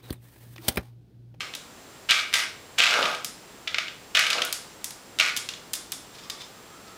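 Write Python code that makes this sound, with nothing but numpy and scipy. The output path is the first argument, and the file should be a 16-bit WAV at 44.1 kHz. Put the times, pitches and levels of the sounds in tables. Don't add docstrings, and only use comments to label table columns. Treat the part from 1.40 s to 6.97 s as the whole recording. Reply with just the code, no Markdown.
import sys
import numpy as np
from scipy import signal
from scipy.fft import rfft, irfft
from scipy.io import wavfile
from scipy.ndimage import uniform_filter1d

SR = 44100
rng = np.random.default_rng(int(sys.argv[2]) if len(sys.argv) > 2 else 0)


def unload_wav(signal):
    wavfile.write(
        sys.argv[1],
        SR,
        np.round(np.clip(np.atleast_2d(signal).T, -1, 1) * 32767).astype(np.int16),
    )


N = 245637


def from_db(db):
    return 10 ** (np.asarray(db) / 20)


def rms_one(x):
    return x / np.sqrt(np.mean(x ** 2) + 1e-20)


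def at_hz(points, hz):
    known_hz, value = np.transpose(points)
    return np.interp(np.log(np.maximum(hz, 1)), np.log(known_hz), value)


def response(spectrum, resonances=(), size=8192):
    hz = np.arange(size // 2 + 1) * SR / size
    peaks = sum(from_db(db) / (1 + (2 * (hz - centre) / width) ** 2) for centre, width, db in resonances)
    magnitude = from_db(at_hz(spectrum, hz)) * (1 + peaks)
    cepstrum = irfft(np.log(magnitude))
    cepstrum[size // 2:] = 0
    cepstrum[0] = 0
    impulse = irfft(np.exp(rfft(2 * cepstrum)))
    return impulse / np.linalg.norm(impulse)


def through(x, impulse):
    return signal.fftconvolve(x, impulse)[:N]


def wavering_tone(hz, wander_hz, per_s):
    steps = np.arange(N) / SR * per_s
    wander = np.interp(steps, np.arange(N), rng.standard_normal(N))
    phase = 2 * np.pi * np.cumsum(hz + wander_hz * wander) / SR
    return np.sqrt(2) * np.sin(phase)


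def grains(per_s, spread_db, even_s):
    excess = np.minimum(rng.exponential(1, N), 4)
    sizes = from_db(spread_db * excess) * rng.choice([-1, 1], N)
    clicks = sizes * (rng.random(N) < per_s / SR)
    power = uniform_filter1d(clicks ** 2, max(int(even_s * SR), 8))
    return clicks / np.sqrt(np.maximum(power, 1e-3))


def swell(s, rise_s, fall_s):
    t = np.arange(N) / SR - s
    return np.exp(-.5 * (t / np.where(t < 0, rise_s, fall_s)) ** 2)


def contacts(table, colour, resonances, edge_colour, ring_db, ring_q,
             scatter_db, scatter_t60, edge_db, edge_scatter_db, size=2048):
    t = np.arange(size) / SR
    first = t < .003
    spray = (1 - np.exp(-(t / 0.0011) ** 2)) * from_db(-60 * t / scatter_t60)
    spray *= from_db(scatter_db) / np.linalg.norm(spray)
    scatters = rng.standard_normal((len(table), size)) * spray
    edge = response(edge_colour)
    out = np.zeros((2, N + size))
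    for (s, level_db, treble_db, ring_hz), scatter in zip(table, scatters):
        body = response(colour, [*resonances, (ring_hz, ring_hz / ring_q, ring_db)])
        at = int(s * SR)
        parts = [(body, level_db, 0), (edge, level_db + treble_db + edge_db, edge_scatter_db)]
        for impulse, db, scattered_db in parts:
            paths = np.stack([signal.unit_impulse(size), from_db(scattered_db) * scatter])
            hit = signal.fftconvolve(paths, impulse[None, :size], axes=1)[:, :size]
            out[:, at:at + size] += from_db(db) * hit / np.std(hit[0, first])
    return out[:, :N]


# frequency_hz, relative density_db (per Hz)
HISS_SPECTRUM = [(12, -48), (20, -13.5), (134, -3), (262, -3), (357, -3), (499, -3.5), (542, -5),
                 (849, -6.5), (1290, -8), (2140, -12), (6720, -16), (7730, -18), (8410, -19), (14700, -27),
                 (16000, -35.5)]
HISS_RMS_DB = -48
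# frequency_hz, rms level_db, wander_hz
WHINE_TONES = [(7575, -63, 4.33), (15149, -68, 12)]


def background():
    hz = np.arange(N // 2 + 1) * SR / N
    shaped = rfft(rng.standard_normal(N)) * from_db(at_hz(HISS_SPECTRUM, hz))
    hiss = rms_one(irfft(shaped, N))
    whine = sum(from_db(db) * wavering_tone(centre, wander, per_s=65) for centre, db, wander in WHINE_TONES)
    return from_db(HISS_RMS_DB) * hiss + whine


# start_s, length_s, initial level_db, easing_db_per_s, initial treble_db (re level), initial ring_hz
PAW_STROKES = [(0, 0.004, -28.5, 210, -13.5, 2550), (.688, 0.11, -23, 68, -14.5, 2450),
               (.927, 0.075, -24.5, 53, -8.5, 2000), (1.379, 0.36, -19.5, 57.5, -18, 2950),
               (2.747, 0.58, -22.5, 73, -15, 2350), (3.785, .1, -27, 25, -15, 2240)]
STROKE_ATTACK_S, SETTLE_DB_PER_S = 0.003, 336
SAG_OCTAVES_PER_S = 0.77
BRIGHTEN_DB_PER_S = 27


def stirring():
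    tumble, crackle, pitch_hz = np.zeros((3, N))
    for s, length_s, level_db, easing, treble_db, ring_hz in PAW_STROKES:
        at = max(int(s * SR), 0)
        t = np.arange(N - at) / SR
        pushed = np.minimum(t, length_s)
        decay_db = easing * pushed + SETTLE_DB_PER_S * (t - pushed)
        strength = np.minimum(t / STROKE_ATTACK_S, 1) * from_db(level_db - decay_db)
        tumble[at:] += strength
        crackle[at:] += strength * from_db(treble_db + BRIGHTEN_DB_PER_S * pushed)
        pitch_hz[at:] = ring_hz * 2 ** (-SAG_OCTAVES_PER_S * pushed)
    return tumble, crackle, pitch_hz


# frequency_hz, width_hz, peak_db (added to the broad response, relative to it)
BOWL_MODES = [(492, 5, 10.5), (643, 60, 2.5), (1260, 150, 1.5), (1446, 38, 2), (1587, 26, 7.5),
              (2354, 80, -14), (2559, 53, -5), (2950, 78, 3), (3590, 67, -7)]
# frequency_hz, relative density_db (per Hz)
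PELLET_SPECTRUM = [(100, -47), (300, -28), (600, -13.5), (1000, -11.5), (1300, -5.5), (1850, -4.5),
                   (2300, 1), (2900, -3), (3800, -1.5), (5200, -8), (7500, -8), (11000, -33), (16000, -50)]
# frequency_hz, relative density_db (per Hz)
PLASTIC_EDGE_SPECTRUM = [(100, -57), (3000, -41), (5000, -0.5), (6500, 5), (8500, 0), (11000, -4),
                         (13500, -9), (16000, -20)]


def pellets(count=7):
    tumble, crackle, pitch_hz = stirring()
    collisions = grains(per_s=560, spread_db=3.0, even_s=0.022)
    pitches = np.geomspace(1700, 4200, count)
    wanted_hz = pitch_hz * np.exp(0.081 * rng.standard_normal(N))
    nearest = np.searchsorted(np.sqrt(pitches[1:] * pitches[:-1]), wanted_hz)
    ring_q, ring_db = 4.5, 1.5
    out = through(collisions * crackle, response(PLASTIC_EDGE_SPECTRUM))
    for k, hz in enumerate(pitches):
        ringing = response(PELLET_SPECTRUM, [*BOWL_MODES, (hz, hz / ring_q, ring_db)])
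        out += through(collisions * tumble * (nearest == k), ringing)
    return out


# frequency_hz, t60_s
KITCHEN_DECAY = [(150, 0.6), (500, 0.36), (1300, 0.39), (3500, 0.46), (9000, 0.32), (15000, 0.12)]
# frequency_hz, level_db (re the sound sent into the room)
KITCHEN_LEVEL = [(150, 7), (500, -5.5), (1300, 3), (3500, -7), (7000, 4.5), (11000, -13.5), (15000, -12)]


def kitchen(x, first_echo_s, build_s, count=11):
    t = np.arange(int(.7 * SR)) / SR
    edges = np.geomspace(90, 18000, count)
    onset = 1 - np.exp(-np.maximum(t - first_echo_s, 0) / build_s)
    tail = 0
    for low, high in zip(edges, edges[1:]):
        hz = np.sqrt(low * high)
        band_pass = signal.butter(2, [low, high], "band", fs=SR, output="sos")
        band = signal.sosfilt(band_pass, rng.standard_normal(len(t)))
        band *= onset * from_db(-60 * t / at_hz(KITCHEN_DECAY, hz))
        gain = np.sqrt(2 * (high - low) / SR) * from_db(at_hz(KITCHEN_LEVEL, hz))
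        tail = tail + band / np.linalg.norm(band) * gain
    return through(x, tail)


# start_s, level_db (first 3 ms), treble_db (re level), ring_hz of the struck spot
BOWL_STRIKES = [(0.1378, -30.5, -11, 3450), (0.6928, -22, -29, 2930), (0.7005, -14.5, -26, 2850),
                (0.7085, -10.5, -7, 3430), (0.7162, -14.5, -23, 2410), (0.7918, -23, -23, 3360),
                (0.9392, -11.5, -4, 2970), (1.0367, -29, -6, 2450), (1.3869, -17, -3.5, 3250),
                (1.4025, -9.5, -25, 2780), (1.4191, -23, -17, 2900), (1.4375, -14, -10, 2840),
                (1.4664, -14.5, -18, 2790), (1.5086, -18, -11, 2600), (1.5399, -17.5, -10, 1740),
                (1.6278, -17.5, -27, 3050), (1.6556, -18, -21, 2260), (1.7488, -30, -5, 3180),
                (2.2744, -26, -28, 2200), (2.2774, -22, -16, 3450), (2.3448, -18, -25, 2270),
                (2.3841, -16, -14, 2280), (2.4822, -28.5, -28, 3080), (2.7505, -14, -9.5, 3130),
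                (2.7546, -17, -19, 2950), (2.771, -11, -19, 2000), (2.7923, -13, -4, 2100),
                (2.8666, -20.5, -9, 2880), (2.903, -19, -4.5, 3480), (2.9074, -20, -8, 2620),
                (2.9307, -18, -9, 4720), (2.9822, -24, -28, 2760), (3.0196, -16.5, -10, 3140),
                (3.7878, -22, -4, 3580), (3.7991, -10.5, -10, 2580), (3.8102, -13.5, -28, 2410),
                (3.8241, -34, -18, 2400)]
# frequency_hz, relative density_db (per Hz)
KNOCK_SPECTRUM = [(100, -47), (300, -31), (600, -11.5), (1000, -17.5), (1300, -6), (1850, -4.5),
                  (2300, 0.5), (2900, -1), (3800, 0), (5200, -8), (7000, -16), (10000, -30), (16000, -61)]


def bowl_knocks():
    return from_db(-2.5) * contacts(
        BOWL_STRIKES, KNOCK_SPECTRUM, BOWL_MODES, PLASTIC_EDGE_SPECTRUM, ring_db=4.0, ring_q=3.7,
        scatter_db=0.5, scatter_t60=0.024, edge_db=-4.0, edge_scatter_db=0.0)


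# start_s, level_db (first 3 ms), treble_db (re level), ring_hz
PELLET_CRACKS = [(0.151, -34, 0.5, 3850), (1.8465, -29, 4.5, 5070), (3.0503, -40.5, 14.5, 8500),
                 (3.1268, -26.5, 5.5, 4650), (3.4434, -32.5, 8.5, 5760), (3.5071, -40, 3.5, 4900),
                 (3.9653, -25.5, -2, 2180), (3.9729, -26.5, 1.5, 3250), (4.0892, -26.5, -11.5, 2870),
                 (4.1374, -35.5, -21, 3430), (4.3342, -32.5, 10, 4780), (4.3375, -28.5, 0, 3600),
                 (4.3535, -39, 7, 5000), (4.52, -36, 11.5, 5400), (4.5239, -31.5, -16, 3560),
                 (4.8996, -30, -4.5, 4900), (4.9023, -33, -20, 3700)]
# frequency_hz, relative density_db (per Hz)
CRACK_SPECTRUM = [(100, -17), (500, -20), (1000, -10.5), (2000, -4.5), (3600, 1), (5200, -4), (7000, -7.5),
                  (10000, -29), (16000, -68)]
# frequency_hz, relative density_db (per Hz)
CRACK_EDGE_SPECTRUM = [(100, -56), (3000, -43), (5000, -2), (7000, 1.5), (10000, 3), (13000, 3),
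                       (16000, -7)]


def crunches():
    return from_db(-1.2) * contacts(
        PELLET_CRACKS, CRACK_SPECTRUM, [], CRACK_EDGE_SPECTRUM, ring_db=3.0, ring_q=15.0,
        scatter_db=0.5, scatter_t60=0.027, edge_db=-2.5, edge_scatter_db=-1.5)


# start_s, peak level_db
BASS_THUMPS = [(0.7088, -37), (2.792, -44), (3.8, -43)]
# frequency_hz, relative density_db (per Hz)
THUMP_SPECTRUM = [(20, -5), (60, -1), (200, 0), (500, -8), (2000, -40), (8000, -70)]


def thumps():
    out = np.zeros(N)
    push = response(THUMP_SPECTRUM)
    for s, peak_db in BASS_THUMPS:
        out[int(s * SR)] = from_db(peak_db)
    return through(out, push / np.abs(push).max())


# start_s, pitch_hz, level_db (amplitude before build-up and decay), t60_s
PITCHED_RINGS = [(.716, 2340, -29, 0.63), (4.981, 3580, -41, .05), (5.007, 3560, -32, 0.068),
                 (5.038, 3580, -39, 0.087)]


def thin_rings():
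    out = np.zeros(N)
    for s, hz, level_db, t60 in PITCHED_RINGS:
        t = np.maximum(np.arange(N) / SR - s, 0)
        envelope = (1 - np.exp(-t / 0.0021)) * from_db(level_db - 60 * t / t60)
        out += envelope * np.sin(2 * np.pi * hz * t)
    return out


# full_speed_s, scrape level_db, run_up_s, slowing_s
BOWL_SHOVES = [(1.396, -34, 0.0069, 0.014), (1.59, -27, 0.074, 0.089), (2.972, -33.5, 0.046, 0.05)]
# frequency_hz, relative density_db (per Hz)
SLIDE_SPECTRUM = [(80, -32), (170, -19), (260, -21), (400, -5.5), (490, -8), (570, -1.5), (740, -1.5),
                  (980, -6.5), (1350, -1), (1900, -14.5), (4000, -12.5), (16000, -41)]
# frequency_hz, relative density_db (per Hz)
JUDDER_SPECTRUM = [(60, -30), (140, -30), (220, -4), (320, -7), (460, 6), (600, -2.5), (1200, -29),
                   (8000, -70)]
JUDDER_DB, JUDDER_POWER = -8.5, 4.0


def sliding_bowl():
    slips = grains(per_s=600, spread_db=1.5, even_s=0.058)
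    lurches = grains(per_s=300, spread_db=3.5, even_s=0.035)
    scrape, judder = np.zeros((2, N))
    for s, level_db, rise_s, fall_s in BOWL_SHOVES:
        speed = swell(s, rise_s, fall_s)
        scrape += from_db(level_db) * speed
        judder += from_db(level_db + JUDDER_DB) * speed ** JUDDER_POWER
    scraping = through(slips * scrape, response(SLIDE_SPECTRUM, BOWL_MODES))
    juddering = through(lurches * judder, response(JUDDER_SPECTRUM, BOWL_MODES))
    return scraping + juddering


# peak_s, level_db
SHUFFLE_STEPS = [(4.752, -47.5), (4.79, -45.5), (4.843, -45.5), (5.014, -40), (5.48, -51.5)]
STEP_RISE_S, STEP_FALL_S = 0.0084, 0.01
# frequency_hz, relative density_db (per Hz)
SHUFFLE_SPECTRUM = [(500, -21), (2500, -6.5), (3600, -2), (5000, -4.5), (6500, -12), (9000, -18),
                    (16000, -30)]


def shuffling_paws():
    pressure = sum(from_db(db) * swell(s, STEP_RISE_S, STEP_FALL_S) for s, db in SHUFFLE_STEPS)
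    brushing = grains(per_s=2500, spread_db=3.5, even_s=0.014)
    return through(brushing * pressure, response(SHUFFLE_SPECTRUM))


# start_s, length_s, top pitch_hz, level_db (rms at the top)
WHIMPER_CALLS = [(4.813, 0.236, 1183, -52.5), (5.125, .1, 1260, -56), (5.272, 0.16, 1310, -54),
                 (5.439, 0.15, 1316, -52)]
WHIMPER_ARCH_HZ, WHIMPER_WANDER_HZ = 70.1, 75.2


def whimpers():
    out = np.zeros(N)
    for s, length_s, top_hz, level_db in WHIMPER_CALLS:
        progress = np.clip((np.arange(N) / SR - s) / length_s, 0, 1)
        effort = np.sin(np.pi * progress)
        pitch_hz = top_hz - WHIMPER_ARCH_HZ * (1 - effort)
        out += from_db(level_db) * effort * wavering_tone(pitch_hz, WHIMPER_WANDER_HZ, per_s=430)
    return out


def scene():
    pulses, scatter = bowl_knocks() + crunches()
    rattle = pellets() + sliding_bowl() + shuffling_paws()
    room = kitchen(rattle + from_db(2.0) * pulses, first_echo_s=0.0016, build_s=0.0067)
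    mono = pulses + scatter + rattle + thumps() + thin_rings() + room + background() + whimpers()
    return np.stack([mono, mono])


CUTOFF_HZ = 16000


def record(dry):
    top = 0.67
    low_pass = signal.ellip(10, .1, 80, CUTOFF_HZ, fs=SR, output="sos")
    return signal.sosfilt(low_pass, top * np.tanh(dry / top))


dry = scene()
out = record(dry)
unload_wav(out)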